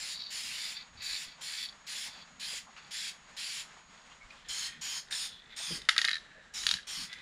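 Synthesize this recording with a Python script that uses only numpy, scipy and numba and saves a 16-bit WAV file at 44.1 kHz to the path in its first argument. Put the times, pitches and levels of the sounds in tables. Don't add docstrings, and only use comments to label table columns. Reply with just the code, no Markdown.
import sys
import numpy as np
from scipy import signal
from scipy.fft import rfft, irfft
from scipy.io import wavfile
from scipy.ndimage import uniform_filter1d
from numba import njit

SR = 44100
rng = np.random.default_rng(int(sys.argv[2]) if len(sys.argv) > 2 else 0)


def boost_factor(decibels):
    exponent = np.asarray(decibels, float) / 20
    return 10 ** exponent


def generate_wav(sig):
    pcm = np.round(np.clip(np.atleast_2d(sig).T, -1, 1) * 32767).astype(np.int16)
    wavfile.write(sys.argv[1], SR, pcm)


N = 317961
CHANGE_S = 4.43

# start_s, length_s, jet_db, change_by_end_db, upper_cavity_answer_db
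PRESSES = [(-0.1, 0.23, -41.5, 1.5, 2), (0.301, 0.42, -39.5, -2, 0.5), (1.015, 0.22, -43, 1.5, 1.5),
           (1.407, 0.23, -42, 0, 2.5), (1.864, 0.2, -41, 2, 0), (2.394, 0.18, -40, 0.5, 2),
           (2.905, 0.18, -39.5, 1, 0.5), (3.363, 0.24, -39, -0.5, 1.5), (4.483, 0.18, -40.5, 0.5, -4),
           (4.809, 0.17, -40, -0.5, -7.5), (5.105, 0.15, -41, -0.5, 5.5), (5.56, 0.2, -40.5, 0.5, 0.5),
           (6.535, 0.2, -40.5, -3.5, -4), (6.867, 0.17, -41, 0, -2)]
# low_cavity_hz, middle_cavity_hz, middle_cavity_db, whistling_cavity_db, top_hiss_db
AIMS = [(4000, 5000, -0.5, 1, -0.5), (3600, 5200, -1.5, 0, 1), (2580, 4560, 9, 0, 2.5),
        (3400, 4600, 3.5, -1, 2), (3400, 5100, -4, -2.5, 0.5), (3200, 4740, -2, -1, -1),
        (3550, 4900, -20, -3.5, -1.5), (3400, 4840, 0, -2, -2), (3200, 5000, 0.5, 2, 1),
        (3320, 5300, 1.5, 1, 2), (4000, 4970, 1, -1.5, 2.5), (3400, 4960, -3, -4.5, -2),
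        (3900, 5500, 0.5, -0.5, 0.5), (3400, 5420, -1.5, -4.5, 1)]
# pitch_hz, density_db
JET_SPECTRUM = [(410, -65), (700, -12), (1050, -4.5), (2840, -1.5), (3160, -1), (4990, -0.5), (5990, -4.5),
                (6740, -11), (7890, -16), (9860, -18.5), (14200, -22.5), (15900, -9)]
# width_hz, over_plain_jet_db
CAVITIES = [
    (1060, -17),
    (1400, -10),
    (900, -8),
    (1230, -9),
]
ANSWER_SHARES = [0.19, 0.15, 0.7]
# opening_hz, closing_hz, opening_db, open_db, closing_db
ARM_SWEEP_FAR = [(3530, 3500, 0, 0, 0), (4400, 5500, -5, 1, -7), (7030, 7080, 1, 1.5, 1.5),
                 (9510, 9460, -10.5, -3.5, -3.5)]
ARM_SWEEP_NEAR = [(3800, 3830, 0, 0, 0), (4230, 3700, 11, 7.5, 8.5), (6720, 6440, 7.5, 4.5, 5.5),
                  (8600, 9240, 3, 1.5, 1)]
# middle_s, length_s, entering_hz, leaving_hz, lift_db
POCKETS = [(.05, 0.13, 5100, 4940, 4.5), (.09, .12, 4000, 3800, 3), (.38, 0.1, 4330, 4600, 3.5),
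           (.37, 0.11, 5300, 5200, 3.5), (.44, .08, 5000, 5000, 1), (.54, 0.12, 2500, 3100, 4.5),
           (.64, .14, 4560, 5000, 5.5), (0.664, 0.21, 2200, 2190, 3.5), (.66, 0.27, 3550, 3600, 1),
           (1.172, 0.15, 3700, 3600, 5), (1.17, .16, 2500, 2580, 4), (1.5, .14, 4300, 4100, 3.5),
           (1.61, .1, 3600, 3450, 4), (1.61, 0.065, 5450, 5400, 3), (1.916, .12, 4200, 4100, 3.5),
           (2.02, .14, 3450, 3300, 3), (2.03, .14, 5350, 5350, 3), (2.442, .1, 4100, 4200, 4.5),
           (2.487, 0.082, 4900, 4800, 4), (2.51, .18, 3400, 3250, 3), (2.98, 0.092, 4200, 4150, 3),
           (2.99, 0.17, 3430, 3400, 3.5), (3.002, 0.11, 5350, 5350, 3.5), (3.07, .1, 4850, 4800, 0.5),
           (3.08, 0.077, 2300, 2300, 3), (3.42, 0.084, 4100, 4050, 3.5),
           (3.487, 0.091, 4750, 4550, 4.5), (3.572, .14, 3200, 3200, 3), (3.52, .12, 2300, 2230, 2),
           (4.58, 0.24, 3200, 3000, 4.3), (4.58, 0.3, 4170, 4200, 5.7), (4.62, .14, 5250, 5300, 3),
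                (4.89, 0.23, 3150, 3150, 6.1), (4.95, 0.079, 5000, 5200, 2.3), (5.18, .1, 4200, 4400, 4.8),
                (5.2, .14, 5300, 5050, 3.2), (5.23, 0.087, 3600, 3600, 5), (5.66, 0.23, 3800, 3100, 6.7),
                (5.71, 0.11, 5100, 4660, 4), (6.6, 0.29, 3900, 3900, 6.8), (6.94, 0.23, 3200, 3130, 5),
                (7.01, 0.13, 4400, 4400, 5.5), (6.96, .2, 5500, 5440, 3)]

# start_s, base_db, wall_db, sharpness_db
CLACKS = [(2.765, -56, -54, 0), (5.085, -45, -55, 2), (5.1101, -34, -37.5, -2), (5.125, -23, -40, 3),
          (5.818, -35.5, -60, 7.5), (5.852, -46, -55, 12), (5.888, -40, -11.5, -0.5), (5.8913, -9, -14, -1),
          (5.913, -40, -33, -3), (5.964, -24.5, -23, 0), (5.98, -7.5, -27, -1), (5.988, -46, -18.5, -5),
          (6.0157, -14, -27, -0.5), (6.0441, -40, -21, -2), (6.049, -13, -30, 1), (6.055, -35, -26, -2),
          (6.0764, -17, -32, -8), (6.084, -48, -18, -3), (6.0914, -18.5, -26, -3), (6.1071, -42, -27.5, 1),
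          (6.1129, -20, -27.5, -1), (6.131, -18.5, -31, -9), (6.138, -48, -32, -12),
          (6.1428, -21.5, -36, -3), (6.1547, -22.5, -31, -5), (6.167, -29, -33.5, -6),
          (6.181, -35, -52, -9), (6.6354, -36, -37, 8), (6.6665, -15, -26.5, 6.5), (6.6899, -14, -52, -1.5),
          (6.712, -12, -31.5, 0), (6.7394, -17.5, -36, 2), (6.769, -30, -40, -2), (6.786, -42, -41, -4),
          (6.794, -48, -43, -2), (6.801, -44, -51, -6), (6.83, -40, -55, -6), (7.096, -48, -49, 1),
          (7.116, -43, -47, 3), (7.1235, -49, -50, -5), (7.1291, -32, -41, 7), (7.137, -40, -48, 11),
          (7.187, -44.5, -49, 4.5), (7.195, -51, -47, 3)]
# start_s, base_db
TICKS = [(0.157, -34), (0.175, -38), (0.197, -34), (0.205, -28.5), (0.2155, -34), (0.22, -26.5),
         (0.2386, -32), (0.256, -43), (0.267, -32), (0.761, -37), (0.81, -35), (1.066, -29), (1.096, -34),
         (1.11, -33), (1.122, -31), (1.1315, -24.5), (1.144, -25), (1.1515, -25.5), (1.162, -28),
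         (1.175, -31), (1.284, -40), (1.537, -30), (1.5805, -34), (1.5857, -30), (1.591, -30),
         (1.6274, -26), (1.6408, -31), (1.652, -32), (1.658, -29.5), (1.6875, -32), (1.694, -36),
         (1.7253, -42), (2.223, -42), (2.846, -45), (2.878, -49), (3.976, -47), (4.0172, -49),
         (4.3036, -51), (5.4053, -50), (5.419, -46), (5.44, -53), (5.459, -47)]
# late_s, share
REBOUNDS = [
    (0, -1.12),
    (.0009, 0.32),
    (.0021, -0.55),
    (.0036, 0.25),
]
# start_s, level_db
SHOULDER_BLOWS = [(2.7645, -45), (2.777, -45), (5.888, -10.5), (5.89, -17.5), (5.9624, -21), (5.979, -40),
                  (6.0452, -38), (6.053, -40)]
# start_s, fastest_s, stop_s, base_db, wall_db
ROLLS = [(0.095, 0.212, 0.31, -40.5, -61), (0.515, 0.636, 0.74, -43.5, -49), (0.743, 0.764, 0.83, -41, -46),
         (0.972, 1.043, 1.19, -44.5, -47.5), (1.063, 1.154, 1.17, -45, -51),
         (1.203, 1.32, 1.355, -51, -56.5), (1.46, 1.55, 1.64, -43.5, -45.5),
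         (1.576, 1.64, 1.69, -43.5, -59), (2.07, 2.142, 2.24, -48.5, -58), (2.77, 2.79, 2.93, -63, -60),
         (3.93, 3.98, 3.85, -60, -68), (4.447, 4.468, 4.5, -50.5, -45), (4.484, 4.64, 4.7, -48, -47),
         (4.647, 4.7, 4.805, -53, -41.5), (5.112, 5.128, 5.16, -40, -34.5), (5.128, 5.148, 5.4, -43.5, -54),
         (5.396, 5.459, 5.55, -70, -52), (5.495, 5.53, 5.6, -53, -48), (5.761, 5.786, 5.9, -58, -49),
         (6.15, 6.172, 6.1, -52, -43), (6.19, 6.353, 6.55, -71, -49.5), (6.745, 6.783, 6.8, -53, -58),
         (7.033, 7.066, 8.7, -56, -44.5), (7.14, 7.146, 7, -55, -49)]
# pitch_hz, level_db, t60_s
BASE_MODES_FAR = [(3600, -16, 0.019), (4000, -13, 0.015), (4230, -16, 0.013), (4360, -12, 0.023),
                  (4547, -4.5, 0.032), (4700, -21, 0.0098), (5300, -18, .008)]
BASE_MODES_NEAR = [(3200, -9.5, 0.013), (3600, -7, 0.01), (3990, -10, 0.016), (4280, -25, 0.0074),
                   (4880, -30, 0.005)]
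WALL_MODES_FAR = [(1760, -7.5, 0.025), (2000, -2.5, 0.042), (2300, 2.5, 0.016), (2560, -1.5, 0.034)]
WALL_MODES_NEAR = [(1400, -20.5, 0.015), (1677, -11, 0.02), (1830, -12, 0.016), (2130, -7.5, 0.011),
                   (2500, -9, 0.0088)]
SHOULDER_MODES = [(1184, -7, .016), (1303, -4, 0.026), (1560, -10, 0.017)]
# pitch_hz, level_db, t60_s
RIM_MODES = [(2650, -16, 0.0041), (3040, -4.5, 0.019), (3330, -1.5, 0.01), (3550, -1, 0.013),
             (4330, -8.5, 0.0073), (4620, -2.5, 0.011), (5060, -1.5, 0.0065), (5850, -12, 0.004),
             (6930, -8.5, 0.006)]
# start_s, base_hz, wall_hz
SLOSH = [(0.15, 3870, 2180), (0.75, 3510, 2000), (1.12, 3960, 2200), (1.27, 3400, 2170), (2.2, 3400, 2270),
         (2.76, 3400, 1760), (4.7, 3200, 1835), (5.12, 3650, 1720), (5.17, 3350, 1735), (5.45, 3460, 1910),
         (5.89, 3576, 1933), (6.055, 3620, 1820), (6.075, 4000, 1820), (6.18, 3800, 1780),
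         (6.5, 3900, 1630), (6.666, 3990, 1910), (6.69, 3660, 1710), (6.83, 3870, 1640), (7.08, 3400, 2000),
         (7.2, 3550, 1950)]

# start_s, length_s, pitch_hz, width_hz, level_db
CREAKS = [(0.964, 0.061, 70, 58, -61.5), (1.265, 0.039, 128.5, 150, -65), (2.05, 0.06, 812, 407, -56.5),
          (2.522, 0.04, 504, 203, -61.5), (2.661, 0.055, 900, 500, -55), (2.761, 0.052, 1400, 614, -55),
          (2.758, 0.05, 2620, 700, -54.5), (2.762, 0.048, 4400, 1500, -57), (3.757, 0.042, 900, 600, -61),
          (4.106, 0.047, 3000, 1000, -57.5), (4.108, .03, 1050, 300, -62), (4.301, 0.014, 3870, 2500, -59),
          (4.359, 0.12, 2770, 2000, -62.5), (4.204, 0.067, 2230, 140, -57.5),
          (4.302, 0.019, 2350, 300, -52.5), (5.594, 0.032, 745.2, 302, -54.5),
          (5.705, 0.026, 350, 162.7, -45), (5.729, 0.096, 330, 200, -57), (6.35, 0.06, 546, 303, -60.5)]
# start_s, length_s, rumble_db, rub_db
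BUMPS = [(0.004, 0.093, -63, -81), (0.485, 0.24, -81, -75), (0.957, 0.16, -63, -71),
         (1.117, 0.12, -65, -91), (1.276, 0.038, -55, -70), (2.357, 0.96, -94, -73), (2.89, 0.17, -75, -89),
         (3.25, 0.2, -79, -110), (4.256, 0.064, -58, -89), (4.49, 0.26, -66, -107), (4.79, 0.21, -68, -70),
         (5.725, 0.075, -66, -46), (5.755, 0.08, -64, -66), (5.81, 0.27, -62, -72),
         (6.67, 0.14, -58.5, -69), (6.748, 0.076, -55, -55.5), (6.985, 0.07, -74, -56.5),
         (7.018, 0.13, -65, -55), (7.18, 0.092, -74, -88)]
# pitch_hz, density_db
HUM_FAR = [(12, -33), (20, -1), (44, -3), (106, -13), (211, -7), (356, -8), (1060, 2.5), (1890, 1),
           (2290, -1.5), (3560, -5), (4190, -6), (6320, -12), (6860, -7), (7870, -15), (14000, -43)]
HUM_NEAR = [(12, -29), (20, 1), (170, -12), (319, -7), (615, -7), (1160, -5), (1290, -4), (1890, 0),
            (2170, -9), (3760, -8), (5200, -16.5), (7500, -15.5), (8300, -25), (11300, -35), (12300, -56)]


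def spray():
    tables = presses()
    jet_db, top_db, *cavity_hz, second_db, third_db, fourth_db = in_time(np.vstack(tables))
    plain, white = coloured(JET_SPECTRUM), rng.standard_normal(N)
    upper = highpass(plain, 1530, order=8)
    shade_db = np.where(np.arange(N) > CHANGE_S * SR, -3, -16)
    jet = upper + boost_factor(shade_db) * (plain - upper)

    swells_db = [0, second_db, third_db, fourth_db]
    for hz, swell_db, (width_hz, lift_db) in zip(cavity_hz, swells_db, CAVITIES):
        cavity = rms_one(resonance(white, hz, width_hz))
        jet += boost_factor(lift_db + swell_db + 0.71 * drift(14)) * cavity

    jet += (boost_factor(top_db) - 1) * highpass(jet, 11500, order=3)
    notch_hz, notch_width_hz = 6000, 300
    jet -= 0.4 * signal.filtfilt(*signal.iirpeak(notch_hz, notch_hz / notch_width_hz, SR), jet)
    flutter = boost_factor(0.21 * drift(35) + 0.37 * drift(550))
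    valve = gate(tables, rise_s=0.003, fall_s=0.025)
    return boost_factor(jet_db) * valve * flutter * rms_one(mottled(jet, spread_db=1.8))


def presses():
    valve_lag_s, open_s, crack_open_db = 0.0015, 0.032, -3
    tables = []
    for press, aim in zip(PRESSES, AIMS):
        s, length, jet_db, end_db, answer_db = press
        low_hz, middle_hz, middle_db, whistle_db, top_db = aim
        arm_sweep = ARM_SWEEP_NEAR if s > CHANGE_S else ARM_SWEEP_FAR
        first_hz, last_hz, *lifts_db = np.transpose(arm_sweep)

        shift_hz = np.array([low_hz, middle_hz, 0, 0]) - (first_hz + last_hz) / 2 * [1, 1, 0, 0]
        extra_db = answer_db * np.array(ANSWER_SHARES) + [middle_db, whistle_db, 0]
        times = [s, s + open_s, s + length]
        moments = zip(times, [crack_open_db, 0, end_db], [first_hz, first_hz, last_hz], lifts_db)
        rows = []
        for at, db, hz, lift_db in moments:
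            rows.append((at + valve_lag_s, jet_db + db, top_db, *(hz + shift_hz), *(lift_db[1:] + extra_db)))
        tables.append(rows)
    return tables


def gate(tables, rise_s, fall_s):
    t, out = np.arange(N) / SR, np.zeros(N)
    for rows in tables:
        start, stop = rows[0][0], rows[-1][0]
        head_start = 1.0 if start < 0.01 else 0.0
        opened = 1 - np.exp(-np.maximum(t - start + head_start, 0) / rise_s)
        closing = np.exp(-(np.maximum(t - stop, 0) / fall_s) ** 1.5)
        out = np.maximum(out, opened * closing)
    return out


def mottled(x, spread_db):
    hz, t, spectrum = signal.stft(x, SR, nperseg=320)
    field = rng.standard_normal(spectrum.shape)
    for _ in range(2):
        field = uniform_filter1d(field, size=22, axis=1)
    scatter = np.where(hz > 6200, 1.8, 1)[:, None]
    lift_db = spread_db * scatter * rms_one(field)

    pocket_width_hz, pocket_depth = 174, 1.7
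    for s, length, first_hz, last_hz, pocket_db in POCKETS:
        along = (t - s) / length
        centre_hz = (first_hz + last_hz) / 2 + (last_hz - first_hz) * along
        off_centre = (hz[:, None] - centre_hz) / pocket_width_hz
        lift_db += pocket_depth * pocket_db * np.exp(-(2 * along) ** 4 - off_centre ** 2)
    return signal.istft(spectrum * boost_factor(lift_db), nperseg=320)[1][:N]


def knocks():
    s, *strengths_db = blow_strengths()
    at, clicks = np.round((s + 0.00045) * SR).astype(int), np.zeros((3, N))
    uneven = rng.uniform(0.73, 1.2, (len(at), 4))
    for k, (late_s, share) in enumerate(REBOUNDS):
        late = (late_s * uneven[:, k] * SR).astype(int)
        clicks[:, at + late] = share * boost_factor(strengths_db)
    base, wall, crack = clicks

    touch = np.zeros(N)
    touch[at] = -boost_factor(strengths_db[2] + 20.5)
    snap = band(touch, 1860, 7200)
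    rim = boost_factor(1.5) * band(ring(crack, RIM_MODES, 1.0), 1190, 9500)
    thud, burst = crack_noise(crack)
    edge = snap + rim + boost_factor(4) * burst
    body = can(boost_factor(-5.5) * base, boost_factor(0.5) * wall, spread_db=2.5)
    return body + shoulder() + thud + edge, edge - 0.42 * rim


def blow_strengths():
    growth, pivot_db = 1.2, -25.5
    blows = [(s, base_db, base_db - 30, base_db - 29) for s, base_db in TICKS]
    for s, base_db, wall_db, sharp_db in CLACKS:
        power = boost_factor(base_db - 14) ** 2 + boost_factor(wall_db - 12.5) ** 2
        crack_db = pivot_db * (1 - growth) + growth * 10 * np.log10(power) + sharp_db
        blows.append((s, base_db, wall_db, crack_db))
    return np.transpose(blows)


def crack_noise(crack):
    decay_s = 0.00094
    envelope = signal.lfilter([1], [1, -np.exp(-1 / (decay_s * SR))], np.abs(crack))
    puff = envelope * rng.standard_normal(N)
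    burst = band(puff, 5260, 6650, order=4)
    burst += boost_factor(-5.0) * band(puff, 9020, 10500, order=3)
    burst += boost_factor(-15) * band(puff, 14500, 17000)
    return boost_factor(-10.0) * band(puff, 240, 500), burst


def shoulder():
    clicks = np.zeros(N)
    for s, level_db in SHOULDER_BLOWS:
        clicks[round(s * SR)] = boost_factor(level_db)
    return band(ring(clicks, SHOULDER_MODES, 0.74), 1215, 1420)


def rolling():
    edge_s = 0.015
    start, fastest, stop, *levels_db = np.transpose(ROLLS)
    times = np.transpose([start - edge_s / 2, start, fastest, stop, stop + edge_s])
    base, wall = swells(times, [-60, -8, 0, -10.5, -60], np.transpose(levels_db))

    sizes = boost_factor(2.04 * np.minimum(rng.exponential(1, N), 3)) * rng.choice([-1, 1], N)
    touching = rng.random(N) < 5000 / SR
    contacts = sizes * touching * boost_factor(-12 + 2.0 * drift(45))
    fizz = boost_factor(-8) * band(contacts * base, 7600, 14500)
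    return fizz + can(contacts * base, contacts * wall * boost_factor(-7), spread_db=3.0)


def can(base_clicks, wall_clicks, spread_db):
    near = np.arange(N) > CHANGE_S * SR
    base = ring(base_clicks * ~near, BASE_MODES_FAR, spread_db)
    base += ring(base_clicks * near, BASE_MODES_NEAR, spread_db)
    wall = ring(wall_clicks * ~near, WALL_MODES_FAR, spread_db)
    wall += ring(wall_clicks * near, WALL_MODES_NEAR, spread_db)

    base_hz, wall_hz = in_time(SLOSH)
    base += retuned(base_clicks, base_hz, np.where(near, 0.5, -5), t60_s=0.016)
    wall += retuned(wall_clicks, wall_hz, np.where(near, -3, -6), t60_s=0.025)
    both = band(base, 2800, 5600, order=3) + band(wall, 1200, 2800, order=3)
    return signal.sosfilt(signal.butter(2, 1000, "high", fs=SR, output="sos"), both)


def creaks():
    out = np.zeros(N)
    for s, length, hz, width_hz, level_db in CREAKS:
        at, size = round(s * SR), round(length * SR)
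        rub = resonance(rng.standard_normal(round(0.1 * SR)), hz, width_hz)[:size]
        fade = np.sqrt(np.hanning(len(rub))) * np.linspace(1.8, 0.2, len(rub))
        out[at:at + len(rub)] += boost_factor(level_db) * rms_one(rub) * fade
    return out


def garage(x):
    t = np.arange(round(0.6 * SR)) / SR
    dull, bright = rng.standard_normal((2, len(t)))
    t60_s = 0.27
    tail = band(dull, 250, 9400.0) * boost_factor(-60 * t / t60_s)
    tail += band(bright, 5300, 16000) * boost_factor(-85 * t / t60_s)
    tail *= t > 0.006
    return signal.fftconvolve(x, tail / np.sqrt(np.sum(tail ** 2)))[:N]


def handling():
    s, length, *levels_db = np.transpose(BUMPS)
    times = np.transpose([s - length, s, s + length])
    bumps = swells(times, [-40, 0, -40], np.transpose(levels_db))
    rumble_gain, rub_gain = bumps + boost_factor([[-86.5], [-78]])
    rumble, rub = rng.standard_normal((2, N))
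    thumps = rumble_gain * rms_one(band(rumble, 18.4, 71.6))
    thumps += rub_gain * rms_one(band(rub, 127.6, 252.5, order=4))
    return boost_factor(2.0 * drift(23.0)) * thumps


def hum():
    t = np.arange(N) / SR
    near = np.clip((t - CHANGE_S) / 0.027, 0, 1)
    out = (1 - near) * boost_factor(-58) * coloured(HUM_FAR) + near * boost_factor(-60) * coloured(HUM_NEAR)
    out += boost_factor(-78.5) * rms_one(resonance(rng.standard_normal(N), 156.5, 40))
    lull_db = -4 * np.exp(-((t - 0.915) / 0.027) ** 2)
    return out * boost_factor(1.6 * drift(8.1) + lull_db)


def whine():
    t = np.arange(N) / SR
    return boost_factor(-65.5) * np.sin(2 * np.pi * 6701 * t) * (t < 4.19)


def in_time(rows):
    s, *columns = np.transpose(rows)
    return [np.interp(np.arange(N) / SR, s, c) for c in columns]


def swells(times, shape_db, levels_db):
    t, out = np.arange(N) / SR, 0
    for at, level_db in zip(times, levels_db):
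        out = out + boost_factor(level_db)[:, None] * boost_factor(np.interp(t, at, shape_db))
    return out


def drift(rate_hz):
    r = np.exp(-40 * np.pi * rate_hz / SR)
    slow = signal.lfilter([1], [1, -2 * r, r * r], rng.standard_normal(N // 20 + 4002))[4000:]
    return np.interp(np.arange(N) / 20, np.arange(len(slow)), rms_one(slow))


def coloured(spectrum):
    hz, level_db = np.transpose(spectrum)
    grid = np.maximum(np.fft.rfftfreq(N, 1 / SR), 1)
    shape_db = np.interp(np.log(grid), np.log(hz), level_db, left=-120, right=-120)
    return rms_one(irfft(rfft(rng.standard_normal(N)) * boost_factor(shape_db), N))


def rms_one(x):
    return x / np.sqrt(np.mean(x ** 2) + 1e-20)


def band(x, low_hz, high_hz, order=2):
    return signal.sosfilt(signal.butter(order, [low_hz, high_hz], "band", fs=SR, output="sos"), x)


def highpass(x, hz, order):
    return signal.sosfiltfilt(signal.butter(order, hz, "high", fs=SR, output="sos"), x)


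def ring(clicks, modes, spread_db):
    out = np.zeros(N)
    for hz, level_db, t60_s in modes:
        r, w = boost_factor(-60 / (t60_s * SR)), 2 * np.pi * hz / SR
        struck = clicks * boost_factor(level_db + spread_db * rng.standard_normal(N))
        out += signal.lfilter([0, np.sin(w)], [1, -2 * r * np.cos(w), r * r], struck + 1e-18)
    return out


@njit
def glide(x, cosine, r):
    out = np.zeros(len(x))
    for i in range(2, len(x)):
        out[i] = x[i] - x[i - 2] + 2 * r * cosine[i] * out[i - 1] - r * r * out[i - 2]
    return out * (1 - r * r) / 2


def resonance(x, hz, width_hz):
    cosine = np.cos(2 * np.pi * hz / SR) * np.ones(len(x))
    r = np.exp(-np.pi * width_hz / SR)
    return glide(glide(x, cosine, r), cosine, r)


def retuned(clicks, hz, level_db, t60_s):
    r = boost_factor(-60 / (t60_s * SR))
    return boost_factor(level_db) * glide(clicks + 1e-18, np.cos(2 * np.pi * hz / SR), r) / (1 - r * r)


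def scene():
    jet = spray()
    ball = rolling() + creaks()
    blows, edge = knocks()
    sent = boost_factor(-11.0) * jet + boost_factor(-11.0) * ball + boost_factor(-17.5) * blows + boost_factor(-10.5) * edge
    background = hum() + whine() + handling()
    return np.tile(jet + ball + blows + garage(sent) + background, (2, 1))


def roll_off(x):
    return signal.sosfilt(signal.butter(12, 16510, fs=SR, output="sos"), x)


def record(dry):
    rounded = 0.6 * np.tanh(dry[0] / 0.6)
    hz, _, spectrum = signal.stft(rounded, SR, nperseg=256)
    top = (hz[:, None] > 11800) * spectrum
    power = uniform_filter1d(np.abs(top) ** 2, size=4, axis=0)
    level = np.sqrt(uniform_filter1d(power, size=6, axis=1) + 1e-24)
    opened = np.clip(level / boost_factor(-110) - 1, 0, 1)
    kept = top * opened * np.clip((15750 - hz[:, None]) / 2000, 0, 1)
    turned = boost_factor(6) * kept * np.exp(2j * np.pi * rng.random(top.shape))
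    both = signal.istft(spectrum - top + np.array([kept, turned]), nperseg=256)[1][:, :N]
    return roll_off(both)


dry = scene()
out = record(dry)
generate_wav(out)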